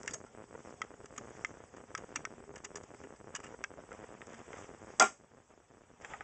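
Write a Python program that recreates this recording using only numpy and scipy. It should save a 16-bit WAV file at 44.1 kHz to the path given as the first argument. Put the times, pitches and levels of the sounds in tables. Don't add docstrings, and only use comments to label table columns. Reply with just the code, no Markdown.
import sys
import numpy as np
from scipy import signal
from scipy.fft import rfft, irfft, next_fast_len
from scipy.io import wavfile
from scipy.ndimage import uniform_filter1d, map_coordinates

SR = 44100
rng = np.random.default_rng(int(sys.argv[2]) if len(sys.argv) > 2 else 0)


def dump(signal):
    limited = np.clip(np.atleast_2d(signal).T, -1, 1)
    pcm = np.round(limited * 32767).astype(np.int16)
    wavfile.write(sys.argv[1], SR, pcm)


def gain_from_decibels(decibels):
    exponent = np.asarray(decibels, float) / 20
    return 10 ** exponent


N = 274743

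# start in seconds, peak level in dB, bench level relative in dB,
# ring frequency in Hz, t60 in seconds
DROP_HITS = [
    (4.9973, -13.5, -6.5, 7000, 0.014),
    (4.9990, -9.5, -8, 6200, 0.019),
    (5.005, -28, 13, 6900, 0.078),
    (5.0118, -35.5, 13.5, 7000, 0.18),
    (5.0194, -34, 17.5, 7550, 0.062),
    (5.0232, -21.5, 2, 7700, 0.025),
    (5.040, -31, 5, 7400, 0.12),
]
# middle in seconds, length in seconds, rub rise in dB, rustle rise in dB
MOVES = [(0.087, .25, 0, 8), (0.671, .2, 4.5, 5.5), (1.364, 0.41, 3.5, 5.5), (2.13, 0.28, 3.5, 3),
         (2.992, 0.11, 2.5, 4.5), (3.493, 0.17, 3.5, 4.5), (4.03, 0.38, 5.5, 4), (4.357, 0.21, 8.5, 5),
         (4.599, 0.22, 10.5, 10), (4.913, 0.22, 6.5, 6), (6.11, 0.19, 13, 9)]


def unit(x):
    return x / np.sqrt(np.mean(x ** 2) + 1e-20)


def along(points, hz):
    f, v = np.transpose(points)
    return np.interp(np.log(hz + 1), np.log(f + 1), v)


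def wobble(rate):
    knots = rng.standard_normal(int(N * rate / SR) + 4)
    return map_coordinates(knots, [np.arange(N) * rate / SR])


def filtered(x, response):
    m = next_fast_len(len(x) + 8192)
    return irfft(rfft(x, m) * response(np.fft.rfftfreq(m, 1 / SR)), m)[:len(x)]


def modes(table, turn=-1):
    def resonance(f, hz, width, db):
        return gain_from_decibels(db) * 1j * f * width / (hz * hz - f * f + 1j * f * width)
    return lambda f: sum(turn ** k * resonance(f, *row) for k, row in enumerate(table))


def add(track, s, piece):
    part = track[round(s * SR):][:len(piece)]
    part += piece[:len(part)]


def swells(rows):
    clock = np.arange(N) / SR
    return sum(db * np.exp(-((clock - s) / (length / 2)) ** 2) for s, length, db in rows)


def ducking_db():
    duck_db, fall_s = -7, .15
    return duck_db * np.clip((np.arange(N) / SR - DROP_HITS[0][0]) / fall_s, 0, 1)


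def gain_return_db():
    start_s, rise_db = 6.013, 5
    return rise_db * (np.arange(N) / SR > start_s)


def room(x):
    # frequency in Hz, t60 in seconds
    decay = [(200, 0.14), (1500, 0.078), (7000, 0.26)]
    hz, t, z = signal.stft(rng.standard_normal(SR // 2), SR, nperseg=256)
    fade = gain_from_decibels(-60 * t / along(decay, hz)[:, None])
    tail = signal.istft(z * fade, SR, nperseg=256)[1]
    return signal.fftconvolve(np.pad(x, (200, 0)), tail / np.linalg.norm(tail))[:N]


def rush(spectrum, patchy_db):
    z = signal.stft(rng.standard_normal(N), nperseg=256)[2]
    field = uniform_filter1d(rng.standard_normal(z.shape), size=4, axis=0)
    field = uniform_filter1d(field, size=6, axis=1)
    x = signal.istft(z * gain_from_decibels(patchy_db * unit(field)), nperseg=256)[1][:N]
    return unit(filtered(x, lambda hz: gain_from_decibels(along(spectrum, hz))))


def rings(table):
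    waver_per_s, beat_db, drift_rad = 130, 2.5, .7
    out, t = np.zeros(N), np.arange(SR // 5) / SR
    for s, hz, db, t60 in table:
        knots = rng.standard_normal((2, 40))
        beat, drift = [np.interp(t, np.arange(40) / waver_per_s, row) for row in knots]
        level = gain_from_decibels(db + beat_db * beat - 60 * t / t60)
        ring = level * np.sin(2 * np.pi * hz * t + drift_rad * (drift - drift[0]))
        add(out, s, ring * (1 - np.exp(-t / 0.0006)))
    return out


def contact(db, body_db, rise, t60, body, kick, ring_hz=6900):
    # frequency in Hz, width in Hz, level in dB
    steel_modes = [(3320, 500, -6.5), (4904, 270, 1.5), (5700, 460, 4), (6900, 1200, 1), (7786, 250, 2.5)]
    t = np.arange(SR // 5) / SR
    lasts = max(t60, .004) * np.array([[.6], [1.1]])
    swell = np.minimum(t / max(rise, 1e-4), 1) ** 2 * gain_from_decibels(-60 * np.maximum(t - rise, 0) / lasts)
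    force = swell * rng.standard_normal((2, len(t)))
    grains = np.repeat(rng.standard_normal(len(t) // 40 + 1), 40)[:len(t)]
    force *= gain_from_decibels(3.0 * grains)
    force[0, 4] += 0.86 * kick
    force[1, 4:20] += .22 * kick * np.hanning(16)

    def steel(f):
        return modes(steel_modes)(f) * (1 + modes([(ring_hz, 500, 3)])(f))

    def panel(f):
        soft = 1 / (1 + 1j * f / 3500 - (f / 2800) ** 2)
        leak = (1j * f / (1j * f + 0.75 * body[0][0])) ** 2
        return modes(body, turn=1)(f) * soft ** 2 * leak

    bright, dull = filtered(force[0], steel), filtered(force[1], panel)
    return gain_from_decibels(db) * (bright / np.abs(bright).max() + gain_from_decibels(body_db) * dull / np.abs(dull).max())


def spike_times():
    routine = [0.0048, 0.0134, 0.0402, 0.1076, 0.1268, 0.204, 0.2136, 0.2746, 0.2836, 0.3074, 0.3396,
               0.3828, 0.3942, 0.4052, 0.4408, 0.5074, 0.5138, 0.5414, 0.572, 0.5922, 0.6048, 0.707, 0.741,
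               0.783, 0.805, 0.8398, 0.9064, 0.9164, 0.9408, 0.9934]
    # start in seconds, number of spikes, gap in seconds
    runs = [(0.2407, 2, 0.0075), (0.3753, 6, 0.0093), (0.5099, 1, 0.009), (0.5283, 1, 0.0075),
            (0.6505, 2, 0.0086), (0.674, 3, 0.0097), (1.0449, 1, 0.009), (1.2379, 3, 0.0085),
            (1.3751, 3, 0.0093), (1.9444, 1, 0.009), (2.0435, 1, 0.009), (2.1931, 2, 0.0132),
            (2.3065, 3, 0.0093), (2.7473, 4, 0.012), (3.0039, 2, 0.0115), (3.4586, 1, 0.01),
            (3.4807, 2, 0.01), (3.5068, 3, 0.0093), (3.6078, 2, 0.0075), (3.909, 2, 0.0023),
            (3.9917, 5, 0.0093), (4.1415, 2, 0.0093), (4.2085, 1, 0.009), (4.6036, 3, 0.01),
            (4.6921, 3, 0.011), (4.8185, 4, 0.0093), (4.8715, 3, 0.0093), (5.2379, 2, 0.0075),
            (5.3712, 3, 0.0075), (5.7038, 3, 0.0075), (5.8097, 2, 0.0085), (6.0019, 2, 0.01)]
    # start in seconds, length in seconds
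    idle = [(.1, .04), (.272, .071), (.565, .01), (.78, .028), (.988, .01), (1.198, .01), (1.334, .01),
            (1.587, .01), (1.702, .01), (2.278, .01), (2.388, .01), (2.586, .012), (3.035, .01),
            (3.535, .01), (.536, .01), (3.335, .049), (3.565, .01), (4.378, .008), (4.435, .008),
            (4.508, .008), (4.778, .028), (4.91, .008), (5.269, .039), (5.434, .008), (5.566, .026)]
    # first time in seconds, number of times
    chore_rows = [(1.494, 2), (1.6392, 2), (1.8124, 2), (2.244, 2), (2.7164, 2), (2.948, 1), (3.2925, 2),
                  (4.7478, 2)]
    strays = [.0739, .35, .5422, .5778, .726, .809, .849, 1.1394, 1.22, 1.291, 1.316, 1.352, 1.4111, 1.748,
              1.772, 1.987, 2.023, 2.092, 2.118, 2.1419, 3.0395, 3.0721, 3.1388, 3.342, 3.449, 3.7745,
              3.7928, 3.891, 3.9229, 3.9489, 4.091, 4.115, 4.225, 4.3245, 4.416, 4.481, 4.4895, 4.52,
              4.6437, 5.318, 5.348, 5.577, 5.771]
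    period_s, busy_s, jitter_s = .9995, .012, .0002
    steps = np.add.outer(period_s * np.arange(7), routine).ravel()
    steps = steps + jitter_s * rng.standard_normal(len(steps))
    pauses = list(idle) + [(s - busy_s, (count - 1) * gap + 2 * busy_s) for s, count, gap in runs]
    free = [s for s in steps if s < N / SR and not any(a < s < a + length for a, length in pauses)]
    chores = [s + k * period_s for s, times in chore_rows for k in range(times)]
    extra = [s + k * gap for s, count, gap in runs for k in range(int(count))]
    return np.array(free + chores + list(strays) + extra)


def hum(spike_s):
    # frequency in Hz, density in dB per Hz
    spectrum = [(12, -53.5), (20, -14), (48, 1), (92, 5.5), (280, -3), (510, 2.5), (670, -7.5),
                (1100, -16.5), (1200, -12), (1560, -38), (2640, -120)]
    # frequency in Hz, width in Hz, level in dB
    air_modes = [(60, 4, -4.5), (238.1, 10, -0.5), (410.4, 23, -1.5)]
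    # middle in seconds, length in seconds, rise in dB
    nudges = [(.125, 0.089, 11.5), (1.2, 0.06, 8), (2.2, 0.1, 5.5), (2.75, 0.14, 1.5), (6.18, 0.38, 2.5)]
    level_db = -59 + ducking_db() + 1.3 * gain_return_db() + swells(nudges)
    spikes = np.bincount(np.round(spike_s * SR).astype(int), minlength=N)
    load = np.minimum(signal.fftconvolve(spikes, np.hanning(2000), "same"), 1)
    sag_db = 6 * (load - .8) + 0.5 * wobble(30)
    air = unit(filtered(rng.standard_normal(N), lambda f: modes(air_modes)(f) ** 2))
    return gain_from_decibels(level_db - 0.5 + sag_db) * (rush(spectrum, patchy_db=0.5) + gain_from_decibels(-6.0) * air)


def rubbing_hands():
    # frequency in Hz, density in dB per Hz
    spectrum = [(410, -21.5), (700, -5), (1770, -11.5), (2030, -13), (2830, -18.5), (3450, -19.5),
                (4300, -38), (5590, -76), (9460, -120)]
    level_db = -65.5 + 0.51 * ducking_db() + 0.84 * gain_return_db()
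    level_db = level_db + swells([row[:3] for row in MOVES])
    return gain_from_decibels(level_db + 1.8 * wobble(45)) * rush(spectrum, patchy_db=1.5)


def rustling_clothes():
    # frequency in Hz, density in dB per Hz
    spectrum = [(2410, -52.5), (4100, -15.5), (4280, -12.5), (4690, -8.5), (5320, -4), (6070, -2),
                (6760, 0), (8000, -2), (10400, -39.5), (17600, -120)]
    level_db = -70.5 + .7 * ducking_db() + .8 * gain_return_db()
    level_db = level_db + swells([(s, length, db) for s, length, _, db in MOVES])
    return gain_from_decibels(level_db + 0.32 * wobble(22)) * rush(spectrum, patchy_db=-2.5)


def whine():
    # frequency in Hz, level in dB
    tones = [(7777, -99), (7837, -74), (7897, -85.5)]
    clock, cycle_s = np.arange(N) / SR, .128
    cycle = np.cos(2 * np.pi * (clock - .004) / cycle_s)
    busy = 1 / (1 + np.exp(-2.5 * (cycle + .5 + .5 * wobble(20))))
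    steady = sum(gain_from_decibels(db + 4) * np.sin(2 * np.pi * hz * clock) for hz, db in tones)
    return busy * gain_from_decibels(ducking_db()) * steady


def supply_blips(spike_s):
    faint = [.1841, .1686, 1.426, 1.1893, 2.1787, 2.4263, 2.4788, 2.6629, 2.6921, 2.8924, 2.9229, 3.0923,
             3.326, 3.811, 3.8245, 4.1321, 4.1764, 4.1868, 4.6684]
    # start in seconds, peak level in dB
    volleys = [(0.048, -41), (0.5513, -36), (0.938, -44.5), (1.038, -47), (1.55, -46), (2.037, -39.5),
               (2.551, -42), (3.047, -42.5), (3.5405, -36.5), (4.039, -36.5), (4.537, -38)]
    spike_db, duck_depth = -38.8, 1.25
    back_s, back_db = 5.995, 4.5
    t = np.arange(-40, 200) / SR
    pulse = 1.15 * np.exp(-np.abs(t / np.where(t < 0, .00017, .0002)) ** 1.8)
    rebound = .7 * (t > -.0002) * np.exp(-.5 * ((t - .00085) / .00047) ** 2)
    blip = pulse - rebound
    out = np.zeros(N)
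    size_db = spike_db + duck_depth * ducking_db() + back_db * (np.arange(N) / SR > back_s)
    for s in spike_s:
        add(out, s + t[0], gain_from_decibels(size_db[round(s * SR)] + rng.normal(0, .8)) * blip)
    for s in faint:
        add(out, s + t[0], gain_from_decibels(spike_db - 7.5) * blip)
    for s, db in volleys:
        for k in range(4):
            add(out, s + t[0] + k * .0021, gain_from_decibels(db - 1.5 + rng.normal(0, 1.2)) * blip)
    return filtered(out, lambda f: 1.1 * f * f / (f * f + 90 ** 2) / (1 + (f / 3800) ** 4))


def far_knocks():
    # start in seconds, peak level in dB, edge level relative in dB, t60 in seconds
    knocks = [
        (1.69, -57, -24, 0.025),
        (4.654, -49, -21, 0.028),
        (6.046, -41.5, -28, 0.069),
        (6.103, -58, -28, 0.049),
        (6.1362, -35, -27, 0.046),
        (6.207, -35, -26, 0.038),
    ]
    # frequency in Hz, width in Hz, level in dB
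    wood = [(803, 160, 11), (1240, 79, 8.5), (1500, 79, 5), (1830, 160, 1), (2490, 38, -27)]
    out = np.zeros(N)
    for s, db, edge_db, t60 in knocks:
        add(out, s, contact(db + edge_db + 3, -edge_db, .001, t60, wood, kick=9.0))
    return out


def murmurs():
    # middle in seconds, length in seconds, frequency in Hz, level in dB
    tones = [(2.41, .06, 388, -54.5), (2.493, 0.062, 406, -52.5), (2.657, 0.054, 404.7, -53.5),
             (2.763, 0.031, 414, -50), (2.949, 0.03, 408, -51), (3.049, 0.03, 398.4, -45.5),
             (3.057, 0.037, 265, -53), (3.791, 0.0077, 619, -40.5), (3.923, 0.011, 497, -42),
             (4.49, 0.012, 480, -48), (1.183, 0.0061, 1198, -37.5), (3.612, 0.041, 386, -53.5),
             (4.37, 0.079, 225.4, -54)]
    clock, out = np.arange(N) / SR, np.zeros(N)
    for s, length, hz, db in tones:
        swell = np.exp(-((clock - s) / (length / 2)) ** 2)
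        out += gain_from_decibels(db) * swell * np.sin(2 * np.pi * hz * clock)
    return out


def scrapes():
    # start in seconds, peak level in dB, box level relative in dB,
    # rise in seconds, t60 in seconds
    slides = [(0.085, -46.5, 0.5, 0.006, 0.24), (0.1075, -38, -13, 0.0019, 0.028),
              (0.133, -31, -14.5, 0.003, 0.063), (0.1376, -30, -11.5, 0.0028, 0.036),
              (1.1765, -32.5, -8.5, 0.0033, 0.038), (1.972, -36, -6, 0.0054, 0.045),
              (2.1515, -29, -6, 0.008, 0.045), (2.557, -40, -4.5, 0.00093, 0.047),
              (2.639, -33.5, -7.5, 0.011, 0.041), (2.754, -34, -9.5, 0.0031, 0.05),
              (2.7675, -39.5, -9, 0.0034, 0.053), (2.83, -45, -11, 0.005, 0.08),
              (3.345, -27, -8.5, 0.0069, 0.061), (3.357, -33.5, -14, 0.0047, 0.04)]
    # start in seconds, peak level in dB,
    # box level relative in dB, t60 in seconds
    brushes = [(0.7016, -53, -17, 0.057), (0.84, -54, 1, 0.043), (1.056, -45.5, -4.5, 0.023),
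               (1.161, -48.5, 0, 0.041), (1.465, -50, -21, 0.044), (1.763, -51.5, -1, 0.095),
               (2.2764, -65, -16, 0.041), (2.5774, -49, -6, 0.044), (2.9424, -54, 2.5, 0.017),
               (3.035, -53, 3.5, 0.057), (3.159, -56, -2, 0.051), (3.3988, -47.5, -2, 0.032),
               (3.4309, -51, 3.5, 0.15), (3.4385, -45, 0.5, 0.1), (3.4646, -48, -2, 0.013),
               (3.468, -57, 3, 0.048), (3.9266, -47.5, 0.5, 0.02), (6.0185, -48.5, -6, 0.029)]
    # frequency in Hz, width in Hz, level in dB
    rattle = [(935, 180, 7.5), (1250, 330, 12.5), (1687, 99, 9.5), (2420, 66, -7), (2750, 134, -2.5),
              (3600, 230, -9.5)]
    out = np.zeros(N)
    for s, db, box_db, rise, t60 in slides:
        add(out, s, contact(db + .5, box_db + 4.0, rise, t60, rattle, kick=0.0, ring_hz=6740))
    for s, db, box_db, t60 in brushes:
        add(out, s, contact(db + .5, box_db + 4.0, .0024, t60, rattle, kick=0.0, ring_hz=7400))
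    return out


def snaps():
    # start in seconds, peak level in dB, box level relative in dB,
    # ring frequency in Hz, t60 in seconds
    sharp = [(0.0319, -37.5, -13.5, 6900, 0.0081), (0.0604, -44.5, -7, 7000, 0.017),
             (0.077, -26.5, -8.5, 6900, 0.041), (0.8172, -34.5, 1, 5700, 0.029),
             (1.4475, -32.5, 1.5, 5700, 0.023), (1.9503, -31, -1.5, 5560, 0.024),
             (2.1588, -26.5, -10.5, 6500, 0.055), (2.2517, -32, -1, 5400, 0.023),
             (3.6395, -30.5, -1.5, 5470, 0.015), (3.6445, -47, 11, 5700, 0.014),
             (3.9175, -65, 15, 5870, 0.018), (6.0473, -47, 5.5, 6970, 0.038)]
    # start in seconds, peak level in dB, box level relative in dB
    ticks = [(0.2648, -51, -14), (1.3679, -50, -4.5), (1.9025, -63, -4), (4.217, -61, 20.5),
             (4.2694, -42.5, -16), (4.2975, -51, -17), (4.3321, -49, -5), (4.3424, -48.5, -3),
             (4.3918, -48.5, -13), (4.531, -51, 10.5), (4.5626, -55, 5), (4.586, -49, -5),
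             (6.0141, -52, -3), (4.3478, -50.5, -4), (4.3815, -51.5, -8), (4.315, -53.5, -6),
             (4.572, -52.5, 0), (4.582, -52.5, 1)]
    # frequency in Hz, width in Hz, level in dB
    box = [(563, 120, -2), (1307, 140, 9.5), (1580, 150, 10), (1844, 130, 6.5), (2076, 140, 8.5),
           (2570, 130, -3), (3180, 270, 2)]
    out = np.zeros(N)
    for s, db, box_db, ring_hz, t60 in sharp:
        add(out, s, contact(db + 2.5, box_db + 7, .0006, t60, box, kick=14.0, ring_hz=ring_hz))
    for s, db, box_db in ticks:
        add(out, s, contact(db + 1.5, box_db + 7, .0003, .014, box, kick=12.0, ring_hz=7000))
    return out


def tap():
    # start in seconds, frequency in Hz, level in dB, t60 in seconds
    jaws = [(.139, 6519, -38, .08), (.139, 7020, -41, .08), (.118, 4800, -50, .04), (.153, 620, -45, .1),
            (.108, 280, -44, .09), (.136, 470, -44, .05), (1.976, 6600, -44, .05), (5.1, 575, -58, .3),
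            (.262, 1380, -59, .15), (1.18, 250, -48, .2), (.078, 2710, -32, .025), (3.917, 1400, -33, .022),
            (6.058, 7250, -60, .12), (6.095, 7300, -61, .15)]
    # start in seconds, frequency in Hz, level in dB, t60 in seconds
    wall = [(.8173, 1300, -31, 0.042), (.8173, 1950, -29, .03), (1.44784, 2090, -27, .022),
            (1.4478, 1800, -32.5, 0.028), (1.9503, 1290, -33.5, 0.047), (2.252, 1330, -35.5, 0.037),
            (2.252, 1530, -33.5, 0.038), (2.252, 2150, -35.5, 0.029), (3.6396, 1330, -34, .025),
            (3.6394, 1930, -31, .025), (3.6446, 1600, -34, 0.018), (1.9503, 1600, -37, .03),
            (1.9503, 2000, -37, 0.029), (6.048, 1700, -40, .03), (6.051, 500, -40.5, .03),
            (6.138, 780, -45, 0.11), (2.1595, 2730, -30.5, 0.028), (2.165, 2350, -43, .05),
            (2.159, 5770, -35.5, .03), (2.159, 4400, -39, .03), (2.159, 950, -40, 0.053),
            (2.161, 6590, -39.5, .05), (.134, 7900, -36.5, .04), (.0775, 1300, -37, 0.022),
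            (.0775, 1730, -31, .035), (.078, 5800, -40, .04), (3.359, 2900, -39, 0.044),
            (3.464, 2850, -50, .05), (6.136, 1870, -39.5, 0.018), (6.207, 1700, -40, .02),
            (2.166, 295, -44.5, .08), (3.352, 1220, -42, 0.052), (3.352, 1750, -44, .04),
            (2.756, 1750, -42, 0.057)]
    out = far_knocks() + murmurs() + scrapes() + snaps() + rings(jaws) + rings(wall)
    return out + gain_from_decibels(-21) * room(out)


def dropped_tool():
    # start in seconds, frequency in Hz, level in dB, t60 in seconds
    lid = [(5.0055, 1390, -16, 0.12), (5.011, 1385, -18.5, 0.11), (4.998, 1650, -27, .03),
           (5.03, 1100, -28, .08), (5.026, 2310, -33.5, .1), (5.016, 215, -33.5, .14),
           (5.01, 330, -33, .12), (5.0, 540, -30, .08), (5.03, 410, -34, .12), (5.006, 1040, -25, .09),
           (5.016, 651, -26, .12), (5.0195, 765, -20.5, .1), (5.012, 980, -30, .07), (5.02, 1190, -25, .12),
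           (5.004, 2070, -28, 0.13), (5.004, 2600, -35, .08), (4.998, 3380, -27.5, 0.047),
           (5.036, 3800, -44, .05), (4.998, 6990, -21, .05), (5.023, 7600, -25.5, 0.036)]
    # frequency in Hz, width in Hz, level in dB
    bench = [(206, 24, -4.5), (325, 46, -2), (526, 97, -3.5), (650, 37, -0.5), (760, 74, 4.5),
             (1035, 130, -2.5), (1200, 76, -0.5), (1384, 26, 3), (1540, 40, -18), (1744, 30, -14),
             (2080, 30, -10.5), (2300, 50, -23), (2800, 180, -21.5), (3300, 200, -19.5)]
    out = rings(lid)
    for s, db, bench_db, ring_hz, t60 in DROP_HITS:
        add(out, s, contact(db + 1.5, bench_db, .0005, t60, bench, kick=5.0, ring_hz=ring_hz))
    out = out + gain_from_decibels(-9.0) * room(out)
    return filtered(out, lambda f: (1j * f / 185) ** 2 / (1 + 1j * f / 150 - (f / 185) ** 2))


def scene():
    spike_s = spike_times()
    background = hum(spike_s) + rubbing_hands() + rustling_clothes()
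    circuits = whine() + supply_blips(spike_s)
    return (background + circuits + tap() + dropped_tool())[None]


def top_cut(x):
    return signal.sosfilt(signal.butter(12, 9400, fs=SR, output="sos"), x)


def record(dry):
    half_rate_hz = 8000
    # frequency in Hz, level in dB
    smoothing = [(7000, -1.0), (7800, -1.0), (8200, -7.5), (8700, -22.5), (9100, -45.0), (9400, -67), (9800, -140)]

    def notch(f):
        return (4200 ** 2 - f * f + 1j * f * 250) / (4200 ** 2 - f * f + 1j * f * 900)

    clean = filtered(dry[0], notch)
    heard = clean / (1 + np.maximum(-clean / .3, 0) ** 5) ** (1 / 5)
    heard = heard - filtered(heard - clean, lambda f: 1 / (1 + (f / 260) ** 6))
    band = filtered(heard, lambda f: 1 / np.sqrt(1 + (f / half_rate_hz) ** 100))
    band = band + gain_from_decibels(-82.0) * filtered(rng.standard_normal(N), lambda f: 1. * (f < half_rate_hz))
    mirror = 2 * band * np.cos(4 * np.pi * half_rate_hz * np.arange(N) / SR)
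    both = band + filtered(mirror, lambda f: 1. * (f < 1.5 * half_rate_hz))
    out = filtered(both, lambda f: gain_from_decibels(along(smoothing, f)) * (f < 1.2 * half_rate_hz))
    out = out + gain_from_decibels(-101) * rng.standard_normal(N)
    return top_cut(out[None])


dry = scene()
out = record(dry)
dump(out)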